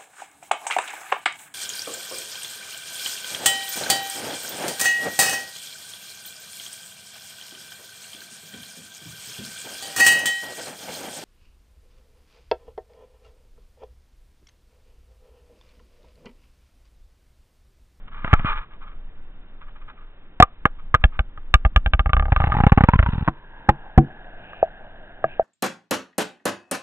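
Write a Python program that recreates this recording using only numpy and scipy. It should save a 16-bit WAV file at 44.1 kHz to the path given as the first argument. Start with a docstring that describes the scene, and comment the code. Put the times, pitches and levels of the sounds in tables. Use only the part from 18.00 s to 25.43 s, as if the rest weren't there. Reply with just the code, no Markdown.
"""Thuds, hollow knocks and a quickening judder, then wet slips, round plops, a glassy boom and a muffled drone.
A small camera in a waterproof housing is handled, bumped along the glass rim of a fish tank and dipped under.
Each contact pushes the trapped air (a filtered half-sine) and rings the shell (dying sines that water lowers).
Random grains through resonances make rubbing fingers, wet dragging, the pump with its air stream, and fizz.
Blows on the glass sound the tank's own modes; shaped noise gives the grip's rumble and the noise floor."""
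import sys
import numpy as np
from scipy import signal
from scipy.fft import rfft, irfft
from scipy.io import wavfile
from scipy.ndimage import map_coordinates

SR = 44100
rng = np.random.default_rng(int(sys.argv[2]) if len(sys.argv) > 2 else 0)


def wav_record(signal):
    """Record a signal, one row per channel, as 16-bit PCM in the file named by sys.argv[1]."""
    frames = np.transpose(np.atleast_2d(signal))
    bounded = np.clip(frames, -1, 1)
    # unit amplitude maps onto the largest positive 16-bit level
    quanta = np.round(bounded * 32767).astype(np.int16)
    wavfile.write(sys.argv[1], SR, quanta)


N = 327663
TIME = np.arange(N) / SR
MAIN_HZ = 1220   # nominal main ring of the dry housing, the reference for added mass
# modes of the dry housing: f/Hz, level/dB, t60/s
HOUSING_MODES = [(526, -22.5, 0.041), (665.6, -18, 0.043), (808, -12.5, 0.037), (1235.8, -0.5, 0.034),
                 (1413, -21, 0.045), (1630, -7.5, 0.02), (2241, -17, 0.021), (2709, -16.5, 0.013),
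                 (3155, -19.5, 0.018), (3422, -19.5, 0.011)]


def knocks():
    """Fingers and glass strike the housing, each time at another spot: a thud, a ring and a short crunch."""
    # single knocks: t/s, case pressed in +1 or released -1, push on the trapped air/dB, contact/ms,
    #                nominal main ring f/Hz, ring level/dB, clatter of the other modes against the ring/dB
    knock_rows = [(0.2447, -1, -15.5, 3.37, 998, -19, 8.5), (0.277, 1, -26, 2.4, 1320, -20.5, 2),
                  (0.3297, 1, 3, 7.2, 1170, -7.5, 7), (0.336, -1, -2.5, 1.54, 1294, -2.5, 0),
                  (0.3942, -1, -17, 4.4, 1320, -28, 11), (0.4463, 1, -10.5, 3.5, 1220, -20.5, 0.5),
                  (2.4002, -1, 8, 2.48, 722, 12, -5), (2.424, 1, -1, 5.45, 1180, 8.5, -2),
                  (2.654, -1, -5, 2.7, 1210, 1.5, 0), (2.9418, 1, -7, 5.65, 1168, 1, -1),
                  (2.9476, -1, -10.5, 5, 1202, 1, -1.5), (3.375, -1, -34, 8, 1220, -28, -2),
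                  (4.093, 1, -10.5, 7.3, 1176, -19, 4), (4.5197, 1, -12.5, 5.5, 1224, -8, -2.5),
                  (4.7814, -1, -7, 2, 1084, -6.5, -2), (5.2765, -1, -8, 2.9, 1012, -10.5, 3.5),
                  (5.283, -1, -3, 2.8, 1017, -3.5, -10), (5.69, 1, 0, 5.17, 824, 2, 3.5),
                  (5.9768, -1, 11, 4.34, 844, -21.5, 19.5), (5.9808, 1, -10.5, 7.8, 719, -9, 0)]
    low_db, overtone_db, crunch_db = -0.25, 1.5, -20   # against the clatter
    slope_db = -1.8   # overtones, per octave
    out = np.zeros(N)
    for s, direction, push_db, contact_ms, main_hz, ring_db, clatter_db in knock_rows:
        others_db = ring_db + clatter_db
        ring = shell_ring(main_hz, ring_db, others_db + low_db, others_db + overtone_db, slope_db)
        push = np.sign(direction) * from_db(push_db)
        add(out, s, contact(push, contact_ms, ring, grit_db=-15.5, release_db=-16.5))
        add(out, s, crunch(others_db + crunch_db, t60=0.043, low_hz=300, top_hz=2800))
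    return out


def judder():
    """Dry plastic catches on the rim and lets go, at first ever faster; harder catches ring brighter."""
    # catches on the glass rim: t/s, push level/dB, main ring level/dB, overtone level/dB
    catches = [(3.0391, 3.5, -13, -1.5), (3.1914, -4, -17.5, -4.5), (3.54, 3, -1.5, 2),
               (3.6495, 1, -12, -8.5), (3.7606, 2.5, -6, -2), (3.8606, -3.5, -26, -5.5),
               (3.9349, -1, -11, -2), (3.993, -2.5, -9.5, -5.5), (4.059, -4, -15.5, -12),
               (4.132, -2.5, -6.5, -2.5), (4.1666, -3, -10, -10), (4.1957, -5, -13, -8),
               (4.224, -7.5, -17.5, -19.5), (4.2545, -10.5, -24.5, -15), (4.282, -10.5, -28, -30.5),
               (4.3624, -5, -7.5, -3.5), (4.4184, -10.5, -14, -18), (4.488, -11, -32, -29)]
    contact_ms, main_hz = 12.9, 1191
    low_db, low_follows = -3, 0.8   # low modes at 0 dB push; dB per dB of push
    slope_db, brightens = 5.5, 0.85   # overtones per octave at 0 dB push; dB per dB of push
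    snap_db, snap_follows, snap_hz = -5, 2.4, 2950   # at 0 dB overtones; dB per dB of overtones
    out = np.zeros(N)
    for s, push_db, ring_db, overtone_db in catches:
        modes_below_db = low_db + low_follows * push_db
        brightness_db = slope_db + brightens * push_db
        ring = shell_ring(main_hz, ring_db, modes_below_db, overtone_db, brightness_db)
        add(out, s, contact(-from_db(push_db), contact_ms, ring, grit_db=-23, release_db=-19.5))
        add(out, s, snap(snap_db + snap_follows * overtone_db, snap_hz))
    return out


def slips():
    """Short wet slips press the case in; the harder the push, the more the side modes speak."""
    # sticking and slipping at the water line: t/s, push level/dB, contact/ms, main ring level/dB
    slip_rows = [(4.3203, -0.5, 7.4, -9.5), (4.401, -5.5, 6.9, -8.5), (4.4394, -5.5, 6.3, -8),
                 (4.47, -8, 6.6, -14.5), (4.499, -18, 10, -20.5), (4.54, -12, 5.1, -21),
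                 (4.549, -15, 3, -12), (4.567, -7.5, 4.95, -13.5), (4.5861, -13, 3.9, -12),
                 (4.6027, -3, 4.5, -6), (4.6362, -1.5, 3.7, -9.5), (4.6659, 3.5, 4.25, -5.5),
                 (4.7199, 4.5, 4.4, -5), (4.7749, 2.5, 3, -5), (4.8066, -1.5, 3.8, -8.5),
                 (4.8364, 3, 3.97, -12), (4.8863, 2, 3.35, 0.5), (4.9347, -2.5, 4.9, -4.5),
                 (4.99, 2.5, 9.9, -20), (5.027, -6, 9, -17.5), (5.0611, -8, 11, -15)]
    # each level at 0 dB push, then its rise in dB per dB of push
    low_db, low_follows = -9, 1.9
    overtone_db, overtone_follows, slope_db = -2.5, 0.91, -5   # slope per octave
    crunch_db, crunch_follows = -16.5, 0.75
    out = np.zeros(N)
    for s, push_db, contact_ms, ring_db in slip_rows:
        modes_below_db = low_db + low_follows * push_db
        modes_above_db = overtone_db + overtone_follows * push_db
        ring = shell_ring(slip_ring_hz(s), ring_db, modes_below_db, modes_above_db, slope_db)
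        add(out, s, contact(from_db(push_db), contact_ms, ring, grit_db=-13.5, release_db=-19))
        add(out, s, crunch(crunch_db + crunch_follows * push_db, t60=0.041, low_hz=435, top_hz=2115))
    return out


def bumps():
    """The case springs back under the water with a dull thud and hardly any ring."""
    # dull bumps: t/s, push level/dB
    bump_rows = [(4.9548, -3.5), (5.0864, -6.5), (5.131, -9.5), (5.153, -14), (5.1796, -9), (5.209, -13.5),
                 (5.2241, -10.5)]
    ring_db, low_db, overtone_db, slope_db = -21.5, -18, -15, 2.3   # before the push gain; slope per octave
    out = np.zeros(N)
    for s, push_db in bump_rows:
        ring = shell_ring(slip_ring_hz(s), ring_db, low_db, overtone_db, slope_db)
        bump = contact(-0.96, 4.52, ring, grit_db=-7, release_db=-17)
        add(out, s, from_db(push_db) * bump)
    return out


def taps(low_hz):
    """Light touches under water ring the shell with a round plop and only a faint thud."""
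    # soft taps: t/s, level/dB, hardness as a low-pass corner f/Hz, overtone boost/dB
    tap_rows = [(6.532, -42, 3100, 20), (6.6272, -1.5, 660, -5), (7.2412, -9.5, 1510, 9),
                (7.395, -4, 680, -4.5)]
    # modes of the sunken housing: f/Hz, level/dB, t60/s
    sunken_modes = [(610, -24.5, 0.16), (660, 1, 0.052), (743, -3.5, 0.043), (1217, -8, 0.021),
                    (1625, -11.5, 0.029), (2660, -22, 0.0139)]
    thud_db, contact_ms = -21.5, 2.2   # push on the trapped air, against the tap's level
    hz, mode_db, t60 = np.transpose(sunken_modes)
    upper = hz > 1000
    out = np.zeros(N)
    for s, db, hardness_hz, overtone_db in tap_rows:
        gains = from_db(db + mode_db + overtone_db * upper)
        plop = cut(ringing(hz, gains, t60, TIME[:SR // 8]), hardness_hz, "low")
        plop = cut(plop, low_hz, "high", order=5)
        add(out, s, plop + thud(from_db(db + thud_db), contact_ms))
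    return out


def tank():
    """Under water, a blow on the glass booms through the whole tank and shakes its water."""
    # blows that set the filled tank ringing: t/s, level/dB
    blows = [(5.2836, -26), (5.687, -16.5), (5.979, -2.5), (7.244, -30.5)]
    # modes of the glass and its water: f/Hz, level/dB, t60/s
    tank_modes = [(142.8, -0.5, 0.16), (184, -11, 0.049), (224, -2.5, 0.1), (331.4, -4, 0.12),
                  (483, -25.5, 0.19), (753, -2, 0.074)]
    slosh_db, slosh_t60_s = -18, 0.27   # the shaken water, against the blow
    hz, mode_db, t60 = np.transpose(tank_modes)
    out = np.zeros(N)
    for s, db in blows:
        add(out, s, ringing(hz, from_db(db + mode_db), t60, TIME[:SR // 2]))
        add(out, s, crunch(db + slosh_db, slosh_t60_s, low_hz=109, top_hz=304))
    return out


def after_ring(hits, level_db, t60, low_hz):
    """Glass and room answer each hit with a faint diffuse tail of decaying noise."""
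    t = TIME[:SR // 2]
    tail = rng.standard_normal(len(t)) * np.exp(-np.log(1000) * t / t60)
    tail = tail / np.sqrt(np.sum(tail ** 2))
    return from_db(level_db) * signal.fftconvolve(cut(hits, low_hz, "high"), tail)[:N]


def dragging(main_hz, damping, bright_db):
    """Wet plastic sticks and slips on the glass; its friction grains ring the water-loaded shell."""
    # the housing dragging along the glass as it goes under: t/s, level/dB
    drag_curve = [(4.1, -92.5), (4.3, -48), (4.42, -38.5), (4.58, -37.5), (4.75, -42.5), (5.22, -41),
                  (5.33, -54.5), (5.6, -87)]
    flutter_db = 3
    friction = grains(per_s=500, spread_db=2.5) * from_db(flutter_db * drift(89))
    shell = np.zeros(N)
    for k, (hz, db, t60) in enumerate(HOUSING_MODES):
        octaves_away = abs(np.log2(hz / MAIN_HZ))
        mode = resonate(friction, loaded(hz, main_hz), damping / t60)
        shell += (-1) ** k * from_db(db + bright_db * octaves_away) * mode
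    return from_db(in_time(drag_curve)[0]) * rms_one(shell)


def rubbing():
    """Tiny slips of skin on dry plastic excite the resonances of the hand-held shell."""
    # finger strokes: t/s, length/s, level/dB that the swell heads for
    rub_rows = [(0.07, 0.0041, -41), (0.112, 0.16, -44), (0.24, 0.12, -36), (0.36, 0.14, -40.5),
                (0.447, 0.08, -25), (0.53, 0.048, -32), (0.575, 0.06, -40.5), (0.7, 0.041, -48),
                (0.805, .04, -46.5), (0.858, 0.018, -43), (0.895, 0.03, -50.5), (1.608, 0.0067, -42),
                (1.66, 0.031, -51), (1.753, 0.013, -46), (1.805, 0.015, -50.5), (1.875, 0.027, -42),
                (1.96, 0.08, -56.5), (2.782, 0.011, -47.5), (2.995, 0.028, -48.5), (3.117, 0.051, -48.5)]
    # resonances of the hand-held shell: f/Hz, width/Hz, level/dB
    held_modes = [(824, 32, -9.5), (1221, 132, 0.5), (1710, 93, -5.5), (1750, 1100, -15), (2494, 160, -9.5),
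                  (2540, 490, -19.5), (3700, 230, -26)]
    skin = grains(per_s=2500, spread_db=3.5) * from_db(2.2 * drift(60))
    shell = np.zeros(N)
    for k, (hz, width_hz, db) in enumerate(held_modes):
        shell += (-1) ** k * from_db(db) * resonate(skin, hz, width_hz)
    return strokes(rub_rows, attack_s=0.0065, release_s=0.015) * rms_one(cut(shell, 150, "high"))


def grip():
    """The hand's changing pressure flexes the sealed case: a slow rumble of shaped noise."""
    # pressure of the grip: t/s, level/dB
    grip_curve = [(0, -36), (.25, -28), (.44, -19.5), (.7, -34.5), (1.1, -35), (2.3, -41), (3.05, -29.5),
                  (3.42, -36.5), (3.7, -26.5), (5.2, -32), (5.45, -44), (7.43, -41.5)]
    # rumble spectrum: f/Hz, relative level per Hz/dB
    grip_colour = [(12, 3.5), (22, 2.5), (35, -15.5), (60, -22.5), (120, -31), (250, -38), (500, -60.5)]
    rumble = cut(coloured(rng.standard_normal(N), grip_colour), 9.8, "high")
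    return from_db(in_time(grip_curve)[0]) * rms_one(rumble)


def pump(pump_db, wet_hz, width_hz, drone_db, wash_db):
    """Churning water and the air stream drone through the gliding resonance of the wet shell, over a wash."""
    # wash spectrum: f/Hz, relative level per Hz/dB
    wash_colour = [(60, 2.5), (200, -1), (400, -3.5), (700, -4), (1100, -23), (1400, -4.5), (1620, 6),
                   (1900, -7.5), (2300, -17.5), (2800, -11.5), (3300, -15.5), (3900, -17)]
    churn = grains(per_s=9000, spread_db=6.5) * from_db(1.9 * drift(36))
    drone = resonate(resonate(churn, wet_hz, width_hz), wet_hz, width_hz)
    wash = coloured(grains(per_s=5700, spread_db=2.5), wash_colour)
    return from_db(pump_db) * (from_db(drone_db) * rms_one(drone) + from_db(wash_db) * wash)


def fizz():
    """Clouds of fine bubbles pass the housing: dense grains through two broad resonances."""
    # bubble clouds: t/s, length/s, level/dB that the swell heads for
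    clouds = [(6.37, 0.23, -50.5), (7.24, 0.085, -45.5)]
    bubbles = resonate(resonate(grains(per_s=1500, spread_db=2), 2630, 590), 2450, 970)
    return strokes(clouds, attack_s=0.066, release_s=0.035) * rms_one(bubbles)


def noise_floor(level_db):
    """A faint steady bed of shaped noise."""
    # bed spectrum: f/Hz, relative level per Hz/dB
    floor_colour = [(40, -10), (100, -3), (250, -1.5), (500, -6.5), (900, -9), (1220, -9), (1500, -8.5),
                    (2200, -14.5), (3000, -15), (3900, -15)]
    return from_db(level_db) * coloured(rng.standard_normal(N), floor_colour)


def contact(push, contact_ms, ring, grit_db, release_db):
    """One contact: a thud, and the shell's ring set off by the chattering touch."""
    rung = signal.fftconvolve(ring, chatter(contact_ms, grit_db, release_db))[:len(ring)]
    return thud(push, contact_ms) + cut(rung, 483, "high", order=3)


def thud(push, contact_ms):
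    """A soft half-sine push on the trapped air."""
    phase = np.minimum(TIME[:SR // 8] * 1000 / contact_ms, 1)
    return cut(push * np.sin(np.pi * phase), 454, "low", order=1)


def chatter(contact_ms, grit_db, release_db):
    """A contact is a first touch, a few gritty slips while it lasts, and a tick as it lets go."""
    length = max(int(contact_ms * SR / 1000), 2)
    at, size = rng.random(6), rng.standard_normal(6)
    force = np.zeros(length)
    force[(at * length).astype(int)] = from_db(grit_db) * size
    force[0], force[-1] = 1, -from_db(release_db)
    return force


def shell_ring(main_hz, main_db, low_db, overtone_db, slope_db, build_cycles=0.36):
    """The shell's main mode, the modes below it and its overtones, each group at its own level."""
    hz, mode_db, t60 = np.transpose(HOUSING_MODES)
    octaves, t = np.log2(hz / hz[3]), TIME[:SR // 8]   # row 3 is the main mode
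    signs = np.where(hz > 2000, (-1) ** np.arange(1, len(hz) + 1), 1)
    groups = [octaves < 0, octaves > 0]
    db = mode_db + np.select(groups, [low_db, overtone_db + slope_db * octaves], main_db)
    # each spot of the shell tunes the overtones a little differently
    detune = 1 + 0.034 * rng.standard_normal(len(hz)) * (octaves > 0)
    ring = ringing(loaded(hz, main_hz) * detune, signs * from_db(db), t60, t)
    return ring * (1 - np.exp(-t * main_hz / build_cycles))   # the swing takes a moment to build


def slip_ring_hz(s):
    """Nominal main ring of the shell while it crosses the water line."""
    # half-sunken shell: t/s, nominal main ring f/Hz
    ring_curve = [(4.3, 826), (4.84, 786), (4.92, 1023), (5.06, 930), (5.22, 815)]
    return np.interp(s, *np.transpose(ring_curve))


def loaded(hz, main_hz):
    """Water or a firm grip adds mass: low modes drop with the main ring, overtones less."""
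    return hz * (main_hz / MAIN_HZ) ** np.minimum(1, MAIN_HZ / hz)


def crunch(db, t60, low_hz, top_hz):
    """Many small modes dying together, as a short rough burst of noise."""
    t = TIME[:SR // 4]
    noise = cut(rng.standard_normal(len(t)), low_hz, "high")
    noise = rms_one(cut(noise, top_hz, "low", order=4))
    return from_db(db) * noise * np.exp(-np.log(1000) * t / t60)


def snap(db, hz):
    """A single sharp swing of the plastic: one sine cycle."""
    return from_db(db) * np.sin(2 * np.pi * np.minimum(hz * TIME[:SR // 8], 1))


def ringing(hz, gains, t60, t):
    """Sum of dying sines."""
    decay = np.exp(-np.log(1000) * t / t60[:, None])
    return gains @ (np.sin(2 * np.pi * hz[:, None] * t) * decay)


def strokes(rows, attack_s, release_s):
    """Gain of a series of strokes, each swelling, holding and dying away; overlaps add in power."""
    t, power = TIME[:SR], np.zeros(N)
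    for s, length_s, db in rows:
        swell = 1 - np.exp(-t / attack_s)
        fade = np.exp(-np.maximum(t - length_s, 0) / release_s)
        add(power, s, (from_db(db) * swell * fade) ** 2)
    return np.sqrt(power)


def grains(per_s, spread_db):
    """Random tiny clicks of uneven size; rms 1."""
    sizes = from_db(spread_db * np.minimum(rng.exponential(1, N), 4)) * rng.choice([-1, 1], N)
    return rms_one(sizes * (rng.random(N) < per_s / SR))


def drift(per_s):
    """Random wander through per_s new values a second, with a spread near 1."""
    knots = rng.standard_normal(4000)
    return np.interp(TIME * per_s, np.arange(len(knots)), knots)


def resonate(x, hz, width_hz):
    """A two-pole resonance whose centre may glide, stepped block by block."""
    hz, out, state = np.broadcast_to(hz, N), np.zeros(N), np.zeros(2)
    r, block = np.exp(-np.pi * width_hz / SR), 1024
    zeros = [(1 - r * r) / 2, 0, (r * r - 1) / 2]
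    for i in range(0, N, block):
        poles = [1, -2 * r * np.cos(2 * np.pi * hz[i] / SR), r * r]
        out[i:i + block], state = signal.lfilter(zeros, poles, x[i:i + block], zi=state)
    return out


def coloured(x, colour):
    """Give a steady sound a spectrum; rms 1."""
    hz, db = np.transpose(colour)
    f = np.maximum(np.arange(N // 2 + 1) * SR / N, 1)
    gain = from_db(np.interp(np.log(f), np.log(hz), db, right=-120))
    return rms_one(irfft(rfft(x) * gain, N))


def cut(x, hz, kind, order=2):
    """Butterworth high- or low-pass."""
    return signal.sosfilt(signal.butter(order, hz, kind, fs=SR, output="sos"), x + 1e-18)


def from_db(db):
    """Decibels to gain."""
    return 10 ** (np.asarray(db) / 20)


def rms_one(x):
    """Scale to unit power."""
    return x / np.sqrt(np.mean(x ** 2) + 1e-20)


def in_time(rows):
    """Each column of a curve at every sample."""
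    s, *columns = np.transpose(rows)
    return [np.interp(TIME, s, c) for c in columns]


def add(track, s, sound):
    """Mix a sound in at a time."""
    i = int(round(s * SR))
    track[i:i + len(sound)] += sound[:N - i]


def scene():
    """Everything reaches the microphone through the sealed housing, alike on both sides."""
    # pump and air stream through the water: t/s, level before the drone and wash shares/dB,
    #                                        lower resonance of the wet housing f/Hz
    pump_curve = [(0, -85.5, 1134), (4.2, -83, 1195), (4.9, -52, 1096), (5.35, -53, 960), (5.6, -45, 879),
                  (5.9, -46.5, 790), (6.15, -45, 701), (6.5, -43.5, 713), (6.9, -46.5, 680),
                  (7.43, -45.5, 649)]
    pump_db, wet_hz = in_time(pump_curve)
    hits = knocks() + judder() + slips() + bumps() + tank() + taps(low_hz=435)
    hits = hits + after_ring(hits, level_db=-33, t60=0.18, low_hz=398)
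    handling = rubbing() + dragging(wet_hz, damping=7.6, bright_db=3.5) + grip()
    water = pump(pump_db, wet_hz, width_hz=260, drone_db=-4.5, wash_db=-3.5) + fizz()
    inside = cut(hits, 38.6, "high") + handling + water + noise_floor(level_db=-56.5)
    return np.array([inside, inside])


def record(dry):
    """A narrow-band microphone channel overloads on hard knocks; the left side runs a little late."""
    left_lag = 5.27   # samples
    narrow = cut(dry, 4140, "low", order=6)
    narrow = signal.sosfilt(signal.cheby2(12, 70, 5000, fs=SR, output="sos"), narrow)
    left, right = narrow / (1 + narrow ** 30) ** (1 / 30)   # almost a hard clip at full scale
    left = map_coordinates(left, [np.arange(N) - left_lag], order=3)
    return cut(np.array([left, right]), 16500, "low", order=12)


dry = scene()
out = record(dry)
wav_record(out)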